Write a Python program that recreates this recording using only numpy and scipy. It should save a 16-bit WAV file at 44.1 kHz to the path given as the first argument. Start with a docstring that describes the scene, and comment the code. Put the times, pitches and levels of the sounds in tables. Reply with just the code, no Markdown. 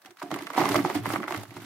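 """Coir crumbled into a foam box

Handfuls of moist coir are crumbled over an empty foam box in a small room, two microphones close by.
Clumps knock as damped sines on the foam floor, and the box booms and rings in resonances and swelling tones.
A shower of random crumbs patters between them; the scattering fibres hiss as noise made of tiny clicks.
Behind it lie a short room tail and quiet air."""
import sys
import numpy as np
from scipy import signal
from scipy.fft import rfft, irfft, next_fast_len
from scipy.io import wavfile
from scipy.ndimage import uniform_filter1d, map_coordinates

SR = 44100
rng = np.random.default_rng(int(sys.argv[2]) if len(sys.argv) > 2 else 0)


def voltage_ratio(level):
    """Linear amplitude factor for a level in decibels (scalar or array-like)."""
    return 10 ** (np.asarray(level, float) / 20)


def materialize(psi):
    """Save the field psi as 16-bit PCM at rate SR to the path in sys.argv[1].

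    A 1-D psi becomes a single channel; in a 2-D psi each row is a channel.
    """
    bounded = np.clip(np.atleast_2d(psi).T, -1, 1)
    quanta = np.round(bounded * 32767).astype(np.int16)
    wavfile.write(sys.argv[1], SR, quanta)


N = 72765  # length in samples

CONTACT_S, BREAKUP_S = 0.0015, 0.0044  # delay of the knock, spread of the pieces after it
KNOCK_CYCLES, COVER_PER_S = 9.25, 0.4  # cycles to fall 60 dB at 0 s; the growing bed of coir shortens them
KNOCK_DB, PIECE_DB, PIECE_PITCH = -4.5, -16, 0.3  # pitch spread in log units
PUSH_LAG_S, BOOM_DB = 0.002805, 31.5
SCATTER_LEAD_S, SCATTER_RISE_S, SCATTER_T60_S, SCATTER_DB = 0.0029, 0.0051, 0.025, 7.5
# Clumps landing on the floor of the box. Each row: start in seconds, relative level in dB, knock pitch in Hz,
# push on the box relative to that level in dB, fibre hiss relative to it in dB.
CLUMP_LANDINGS = [(0.018, -56, 1490, -35, 8), (0.039, -54, 990, 3, -30), (0.048, -37.5, 1490, -10, -13),
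                  (0.06, -45.5, 667, -21, 2), (0.108, -50, 790, 1, 2.5), (0.171, -46, 1840, -21, -3.5),
                  (0.198, -53.5, 1150, -26, -2.5), (0.217, -21.5, 1040, -17, -28),
                  (0.222, -20.5, 840, -36, -27), (0.228, -30, 2530, 6.5, -8), (0.305, -26.5, 714, -6, -21),
                  (0.314, -24, 860, 10, -12), (0.342, -22.5, 1930, 4, -9.5), (0.361, -22, 865, -12, -14),
                  (0.388, -26.5, 1980, -22, -11), (0.408, -27, 815, -6, -13.5),
                  (0.422, -30, 2620, -10, -9.5), (0.433, -34.5, 2000, -16, -7.5),
                  (0.468, -20.5, 2690, -17, -20.5), (0.469, -22, 1350, -31, -30),
                  (0.502, -19, 1090, -23, -19.5), (0.533, -27, 1870, -27, -15),
                  (0.545, -28, 2850, -19, -10), (0.549, -20.5, 1020, -9, -21), (0.572, -25, 657, 5, -11),
                  (0.581, -14.5, 740, -28, -37), (0.59, -15, 970, 4.5, -40), (0.598, -21.5, 746, 8, -33),
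                  (0.614, -11.5, 770, -2.5, -44), (0.629, -19.5, 745, -21, -17.5),
                  (0.655, -12, 1030, -7.5, -19.5), (0.69, -20, 840, 4.5, -4), (0.718, -25.5, 920, -10, -4),
                  (0.743, -12, 1050, -17, -21), (0.755, -6.5, 1080, -7, -45), (0.761, -29, 1560, -26, 4),
                  (0.781, -21.5, 556, -4, -12), (0.79, -18.5, 1110, -22, -18), (0.848, -11, 820, -8, -34),
                  (0.864, -28, 600, 1, -15), (0.899, -14, 950, -34, -21), (0.912, -23, 856, -11, -23),
                  (0.951, -22, 680, -14, -9.5), (0.964, -43, 720, 5.5, -35), (1.056, -13, 1090, -17, -25),
                  (1.065, -20, 1520, -27, -13), (1.102, -14, 1200, -7, -28),
                  (1.135, -17.5, 910, -19, -12.5), (1.158, -10.5, 1160, -25, -27.5),
                  (1.201, -23.5, 1010, 2, -19), (1.223, -27, 1460, -20, -16.5),
                  (1.23, -16.5, 1220, -32, -34), (1.239, -19, 1230, -24, -24), (1.253, -28, 942, -6, -25),
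                  (1.279, -13.5, 1090, -19, -26.5), (1.287, -29, 1220, -29, -29),
                  (1.307, -16.5, 900, -31, -20), (1.323, -16.5, 1060, -4.5, -19),
                  (1.345, -14, 1300, -11.5, -24), (1.361, -23, 1200, -3, -10.5), (1.376, -31, 587, 8.5, -6),
                  (1.433, -30.5, 566, -7, -6), (1.453, -32, 1180, -14, -17), (1.507, -30, 1940, -3, -18.5),
                  (1.548, -55, 800, -10, -13), (1.565, -31, 984, -7, -43), (1.604, -46.5, 1170, -5, 1),
                  (1.62, -46, 947, -18, 1.5)]


def clumps():
    """Each clump knocks, breaks into four weaker pieces, pushes the box and sprays fibres."""
    s, db, hz, boom_db, hiss_db = np.transpose(CLUMP_LANDINGS)
    s = s + CONTACT_S
    r = rng.standard_normal((len(s), 4, 5))
    place = np.tanh(r[:, 0, 0])
    cycles = KNOCK_CYCLES * np.exp(-COVER_PER_S * s)[:, None]
    knock = grains(s, hz, db + KNOCK_DB, cycles, place)
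    for k in range(1, 5):
        piece_s = s + BREAKUP_S * abs(r[:, 1, k])
        piece_hz = np.clip(hz * np.exp(PIECE_PITCH * r[:, 2, k]), 300, 6000)
        piece_db = db + PIECE_DB + 3 * r[:, 3, k]
        knock = knock + grains(piece_s, piece_hz, piece_db, cycles, np.tanh(r[:, 0, k]))
    knock = foam(knock)

    push, spray = np.zeros(N), np.zeros(N)
    np.add.at(push, ((s + PUSH_LAG_S) * SR).astype(int), voltage_ratio(db + boom_db + BOOM_DB))
    # the spray is a power, hence the doubled dB
    np.add.at(spray, ((s - SCATTER_LEAD_S) * SR).astype(int), voltage_ratio(2 * (db + hiss_db + SCATTER_DB)))
    t = np.arange(SR // 8) / SR
    shape = (1 - np.exp(-t / SCATTER_RISE_S)) * voltage_ratio(-120 * t / SCATTER_T60_S)
    spray_level = np.sqrt(abs(signal.fftconvolve(spray, shape)[:N]))
    return knock + box(push), spray_level * fizz(count=1500, spiky_db=3.0)


SPREAD_S, PAN_DB = 0.00008, 2.5  # most shift either way at each microphone
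SAG_CYCLES = 0.35  # extra phase in cycles gained while the pitch sags


def grains(s, hz, db, cycles, place, size=500):
    """Damped sines whose pitch sags as the contact spreads; place (-1..1) sets time and level per microphone."""
    out = []
    for ear in (1, -1):
        at = (s + ear * place * SPREAD_S + 0.001) * SR  # 1 ms of margin, cut off below
        k = np.arange(size) + at.astype(int)[:, None]
        t = np.maximum(k - at[:, None], 0) / SR * hz[:, None]  # time in cycles
        level = voltage_ratio(db[:, None] + ear * PAN_DB * place[:, None] - 60 * t / cycles)
        wave = level * np.sin(2 * np.pi * (t + SAG_CYCLES * (1 - np.exp(-t))))
        out.append(np.bincount(k.ravel(), wave.ravel(), N + SR)[SR // 1000:][:N])
    return np.array(out)


FOAM_DB, FOAM_LOW_HZ = -6.5, 416  # resonance trim, low cut
# The foam floor under small hits. Each row: centre in Hz, width in Hz, relative level in dB.
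FOAM_PEAKS = [(623, 110, 7), (740, 11, 4), (793, 300, 6), (1180, 74, 4), (1156, 240, 5), (1560, 330, -11),
              (2040, 220, 11.5)]


def foam(x):
    """Small hits ring the foam floor, which radiates little bass."""
    ring = resonances(FOAM_PEAKS)
    low_cut = highpass(FOAM_LOW_HZ, order=3)
    return filtered(x, lambda f: (1 + voltage_ratio(FOAM_DB) * ring(f)) * low_cut(f))


PUSH_S = 0.0017  # softness of a push; longer is duller
# The whole box booming. Each row: centre in Hz, width in Hz, relative level in dB.
BOX_PEAKS = [(152, 77, -5.5), (201.3, 40.5, 0.5), (288.4, 9.8, 8), (360, 16.2, 2.5), (420, 9.5, -1.5)]


def box(push):
    """The resonances of the whole box, driven through a soft two-stage low-pass."""
    ring = resonances(BOX_PEAKS)
    return filtered(push, lambda f: ring(f) / (1 + 1j * f * PUSH_S) ** 2)


WALL_HZ, WALL_RISE_S, WALL_T60_S = (298.6, 355.8), 0.0031, 0.085
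HIGH_WALL_HZ, HIGH_WALL_DB, HIGH_WALL_T60_S = 735, -18, 0.13  # dB: the high tone under each wall boom
# Landings that set the two wall tones ringing. Each row: start in seconds, level in dB,
# share of power in the upper tone from 0 to 1.
WALL_BOOMS = [(0.052, -45, 0.2), (0.088, -47.5, 1), (0.102, -43.5, 0.94), (0.228, -29, 0.74),
              (0.253, -34.5, 0.83), (0.312, -33.5, 0.2), (0.324, -28, 0.93), (0.357, -27.5, 1),
              (0.421, -30, 0.75), (0.444, -36, 0.37), (0.504, -39.5, 0), (0.554, -32, 0.35),
              (0.576, -17, 0.35), (0.597, -13, 0.2), (0.619, -17, 0.35), (0.646, -22.5, 0.4),
              (0.708, -16, 0.49), (0.745, -21, 0.4), (0.758, -20.5, 0.9), (0.784, -18.5, 0.02),
              (0.853, -17.5, 0.66), (0.9, -25, 1), (0.924, -36, 0), (0.952, -16.5, 0), (0.963, -19, 0),
              (1.085, -42, 0.5), (1.101, -23, 0), (1.136, -21, 0.03), (1.164, -30, 0.6), (1.205, -31, 0.2),
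              (1.243, -31, 0.04), (1.279, -32, 0.5), (1.31, -26.5, 0.98), (1.343, -26.5, 0),
              (1.434, -55, 0.7), (1.515, -40, 0.53), (1.563, -47, 0.9), (1.619, -41, 0.1)]
# Landings near a wall that ring its high tone. Each row: start in seconds, level in dB.
HIGH_WALL_RINGS = [(0.064, -46), (0.236, -38.5), (0.262, -40), (0.316, -34.5), (0.578, -19), (0.66, -38),
                   (0.952, -32)]


def wall_tones():
    """Landings split their power between two wall tones and sound a weaker high one."""
    s, db, share = np.transpose(WALL_BOOMS)
    share = np.clip(share, 0.02, 0.98)
    walls = ringing(s, db + HIGH_WALL_DB, HIGH_WALL_HZ, WALL_RISE_S, HIGH_WALL_T60_S)
    for hz, part in zip(WALL_HZ, (1 - share, share)):
        walls = walls + ringing(s, db + 10 * np.log10(part), hz, WALL_RISE_S, WALL_T60_S)
    near_s, near_db = np.transpose(HIGH_WALL_RINGS)
    return walls + ringing(near_s, near_db, HIGH_WALL_HZ, WALL_RISE_S, HIGH_WALL_T60_S)


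DEEP_HZ, DEEP_RISE_S, DEEP_T60_S = 114, 0.014, 0.18
# Heavy landings that shake the whole floor of the box. Each row: start in seconds, level in dB.
FLOOR_THUDS = [(0.078, -59.5), (0.22, -69), (0.318, -38), (0.386, -48.5), (0.491, -55), (0.586, -53),
               (0.616, -38), (0.701, -27), (0.744, -22), (0.799, -32.5), (0.853, -41), (0.957, -20.5),
               (0.994, -25.5), (1.094, -25.5), (1.128, -42), (1.199, -38), (1.292, -39), (1.363, -28),
               (1.48, -37.5), (1.561, -32.5), (1.61, -48)]


def floor_thuds():
    """The whole floor swells slowly into one deep tone under each heavy landing."""
    s, db = np.transpose(FLOOR_THUDS)
    return ringing(s, db, DEEP_HZ, DEEP_RISE_S, DEEP_T60_S)


DETUNE = 0.03  # random pitch spread in log units
WANDER_DB, WANDER_PER_CYCLE = 4, 0.3  # slow random wander of the ringing level


def ringing(s, db, hz, rise_s, t60_s):
    """One tone swelling and dying after each landing, each with a small random detuning."""
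    t = np.maximum(np.arange(N) / SR - s[:, None], 0)
    phase = 2 * np.pi * rng.random((len(s), 1))
    tune = np.exp(DETUNE * rng.standard_normal((len(s), 1)))
    knots = np.arange(N) / SR * hz * WANDER_PER_CYCLE
    wander = map_coordinates(rng.standard_normal(int(knots[-1]) + 4), [knots])
    level = voltage_ratio(db[:, None] - 60 * t / t60_s) * (1 - np.exp(-t / rise_s))
    tones = level * np.sin(2 * np.pi * tune * hz * t + phase)
    return voltage_ratio(WANDER_DB * wander) * np.sum(tones, 0)


CRUMB_HZ, CRUMB_PITCH, CRUMB_CYCLES = 1020, 0.51, 5  # middle pitch, log spread, cycles to fall 60 dB
CRUMB_SIZE_DB = 3.5  # spread of crumb levels
PATTER_DB, RUMBLE_DB, HISS_DB = -5, -4, -0.5  # trims of the three layers
# The crumb shower, drawn as lines between rows. Each row: time in seconds, then the relative levels in dB
# of the patter, the box hum and the fibre hiss.
SHOWER_LEVELS = [(0.0,-69,-76,-79), (0.068,-50.5,-60.5,-55), (0.149,-66,-82,-80), (0.206,-63,-65,-47.5),
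                 (0.22,-32,-72,-78), (0.227,-60,-69,-47), (0.238,-44,-56,-56), (0.3,-66,-44.5,-55.5),
                 (0.316,-32,-42,-48.5), (0.464,-46.5,-47.5,-52), (0.556,-35,-63,-49), (0.579,-18,-40,-31),
                 (0.634,-25,-29,-36), (0.735,-30,-30,-36), (0.757,-18.5,-32,-33.5), (0.77,-25,-25,-35),
                 (0.84,-43,-35.5,-44), (0.848,-30,-20,-39), (0.864,-31,-44,-41), (0.941,-34.5,-38,-42.5),
                 (0.95,-26,-38.5,-34), (1.022,-48,-38.5,-53), (1.051,-37,-39,-43.5), (1.063,-25.5,-37,-43),
                 (1.079,-36.5,-26.5,-39.5), (1.116,-32,-44,-36), (1.167,-28.5,-33.5,-41),
                 (1.191,-48,-31,-51.5), (1.238,-37,-42,-52), (1.271,-45.5,-51,-56), (1.284,-34.5,-64,-42),
                 (1.399,-40.5,-44,-48.5), (1.47,-56,-48.5,-56), (1.534,-48.5,-60,-55), (1.56,-52,-40,-49),
                 (1.569,-37.5,-36.5,-40), (1.586,-50,-43.5,-57), (1.65,-52,-45,-44.5)]


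def shower(count=1700):
    """Random crumbs patter on the foam, noise keeps the box humming and fibres hiss."""
    at, *columns = np.transpose(SHOWER_LEVELS)
    patter_db, hum_db, hiss_db = [np.interp(np.arange(N) / SR, at, c) for c in columns]
    r, u = rng.standard_normal((count, 2)), rng.random((count, 2))
    crumb_s = u[:, 0] * N / SR
    crumb_hz = np.clip(CRUMB_HZ * np.exp(CRUMB_PITCH * r[:, 0]), 300, 9000)
    crumb_db = -CRUMB_SIZE_DB * np.log(u[:, 1] + 0.033)  # many small, few large
    crumbs = grains(crumb_s, crumb_hz, crumb_db, CRUMB_CYCLES, np.tanh(r[:, 1]))
    patter = voltage_ratio(patter_db + PATTER_DB) * unit(foam(crumbs))
    hum = voltage_ratio(hum_db + RUMBLE_DB) * unit(box(rng.standard_normal(N)))
    return patter + hum, voltage_ratio(hiss_db + HISS_DB) * fizz(count=900, spiky_db=1.5)


UNALIKE_HZ = 3740  # the two microphones grow apart up to here
# Colour of the fibre hiss. 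Each row: frequency in Hz, relative density in dB per Hz.
FIBRE_COLOUR = [(300, -47), (1180, 0.5), (2000, -5.5), (3910, -8), (4340, -8.5), (7440, -14.5),
                (11900, -15.5), (15200, -18), (16000, -28)]


def fizz(count, spiky_db, patchy_db=3):
    """Stereo hiss of rms 1 from very many tiny clicks of uneven size and colour, alike only low down."""
    size = map_coordinates(rng.standard_normal(count + 4), [np.arange(N) * count / N])
    clicks = voltage_ratio(spiky_db * size) * rng.standard_normal((2, N))
    z = signal.stft(clicks, nperseg=128)[2]
    field = uniform_filter1d(rng.standard_normal(z.shape[1:]), size=14, axis=0)
    field = uniform_filter1d(field, size=5, axis=1)
    pair = signal.istft(z * voltage_ratio(patchy_db * unit(field)), nperseg=128)[1][:, :N]

    def colour_and_width(hz):
        turn = np.pi / 4 * np.clip(hz / UNALIKE_HZ, 0, 1)
        return voltage_ratio(along(FIBRE_COLOUR, hz)) * [np.cos(turn), np.sin(turn)]

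    mid, side = filtered(pair, colour_and_width)
    return unit(np.array([mid + side, mid - side]))


# Decay of the small room. Each row: frequency in Hz, time to fall 60 dB in seconds.
ROOM_DECAY = [(200, 0.21), (2000, 0.21), (10000, 0.2)]


def room(x):
    """A short tail of decaying noise, different at each microphone."""
    hz, t, z = signal.stft(rng.standard_normal((2, SR // 3)), SR, nperseg=256)
    fade = voltage_ratio(-60 * t / along(ROOM_DECAY, hz)[:, None])
    tail = signal.istft(z * fade, SR, nperseg=256)[1]
    late = np.pad(x, ((0, 0), (150, 0)))  # samples before the tail begins
    return signal.fftconvolve(late, tail / np.linalg.norm(tail[0]), axes=1)[:, :N]


# Colour of the quiet air in the room. Each row: frequency in Hz, relative density in dB per Hz.
AIR_COLOUR = [(24, -41), (40, -35), (312, 3), (1340, -3), (1720, 20), (2000, 1.5), (12100, 2), (16000, 5)]


def air():
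    """Steady coloured noise of rms 1, independent at each microphone."""
    return unit(filtered(rng.standard_normal((2, N)), lambda hz: voltage_ratio(along(AIR_COLOUR, hz))))


def resonances(table):
    """Causal response of a set of (Hz, width, dB) peaks with alternating signs."""
    def response(f):
        total = 0
        for k, (centre, width, db) in enumerate(table):
            drag = 1j * f * width
            total = total + (-1) ** k * voltage_ratio(db) * drag / (centre * centre - f * f + drag)
        return total
    return response


def highpass(hz, order):
    """Causal low cut of equal first-order stages, each with its corner at hz / 2."""
    return lambda f: (1j * f / (hz / 2 + 1j * f)) ** order


def filtered(x, response):
    """x times a complex response of frequency."""
    m = next_fast_len(N + SR // 2)
    return irfft(rfft(x, m) * response(np.fft.rfftfreq(m, 1 / SR)), m)[..., :N]


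def along(points, hz):
    """(Hz, value) points joined on a log frequency axis."""
    f, v = np.transpose(points)
    return np.interp(np.log(hz + 1), np.log(f + 1), v)


def unit(x):
    """Scaled to rms 1."""
    return x / np.sqrt(np.mean(x ** 2) + 1e-20)


WET_DB, AIR_DB = -12, -66.5


def scene():
    """Clumps, box tones, crumbs and fibres, with the room and its quiet air."""
    hits, spray = clumps()
    tones = wall_tones() + floor_thuds()
    patter, hiss = shower()
    coir = hits + tones + patter + spray + hiss
    return coir + voltage_ratio(WET_DB) * room(coir) + voltage_ratio(AIR_DB) * air()


def band_limit(x):
    """A steep low-pass at the top of the band."""
    return signal.sosfilt(signal.butter(12, 16620, fs=SR, output="sos"), x)


MIC_LOW_HZ, TOP_HZ = 73, 15900
# Balance of the two microphones. Each row: frequency in Hz, left over right in dB.
MIC_BALANCE = [(100, -3.5), (700, -3.5), (4400, -2), (15000, 1)]


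def record(dry):
    """The microphones cut deep bass, the left one hears the box a little less; the format stops at TOP_HZ."""
    low_cut = highpass(MIC_LOW_HZ, order=4)

    def response(hz):
        balance = voltage_ratio(np.array([[0.5], [-0.5]]) * along(MIC_BALANCE, hz))
        return balance * low_cut(hz) * (hz < TOP_HZ)

    return band_limit(filtered(dry, response))


dry = scene()
out = record(dry)
materialize(out)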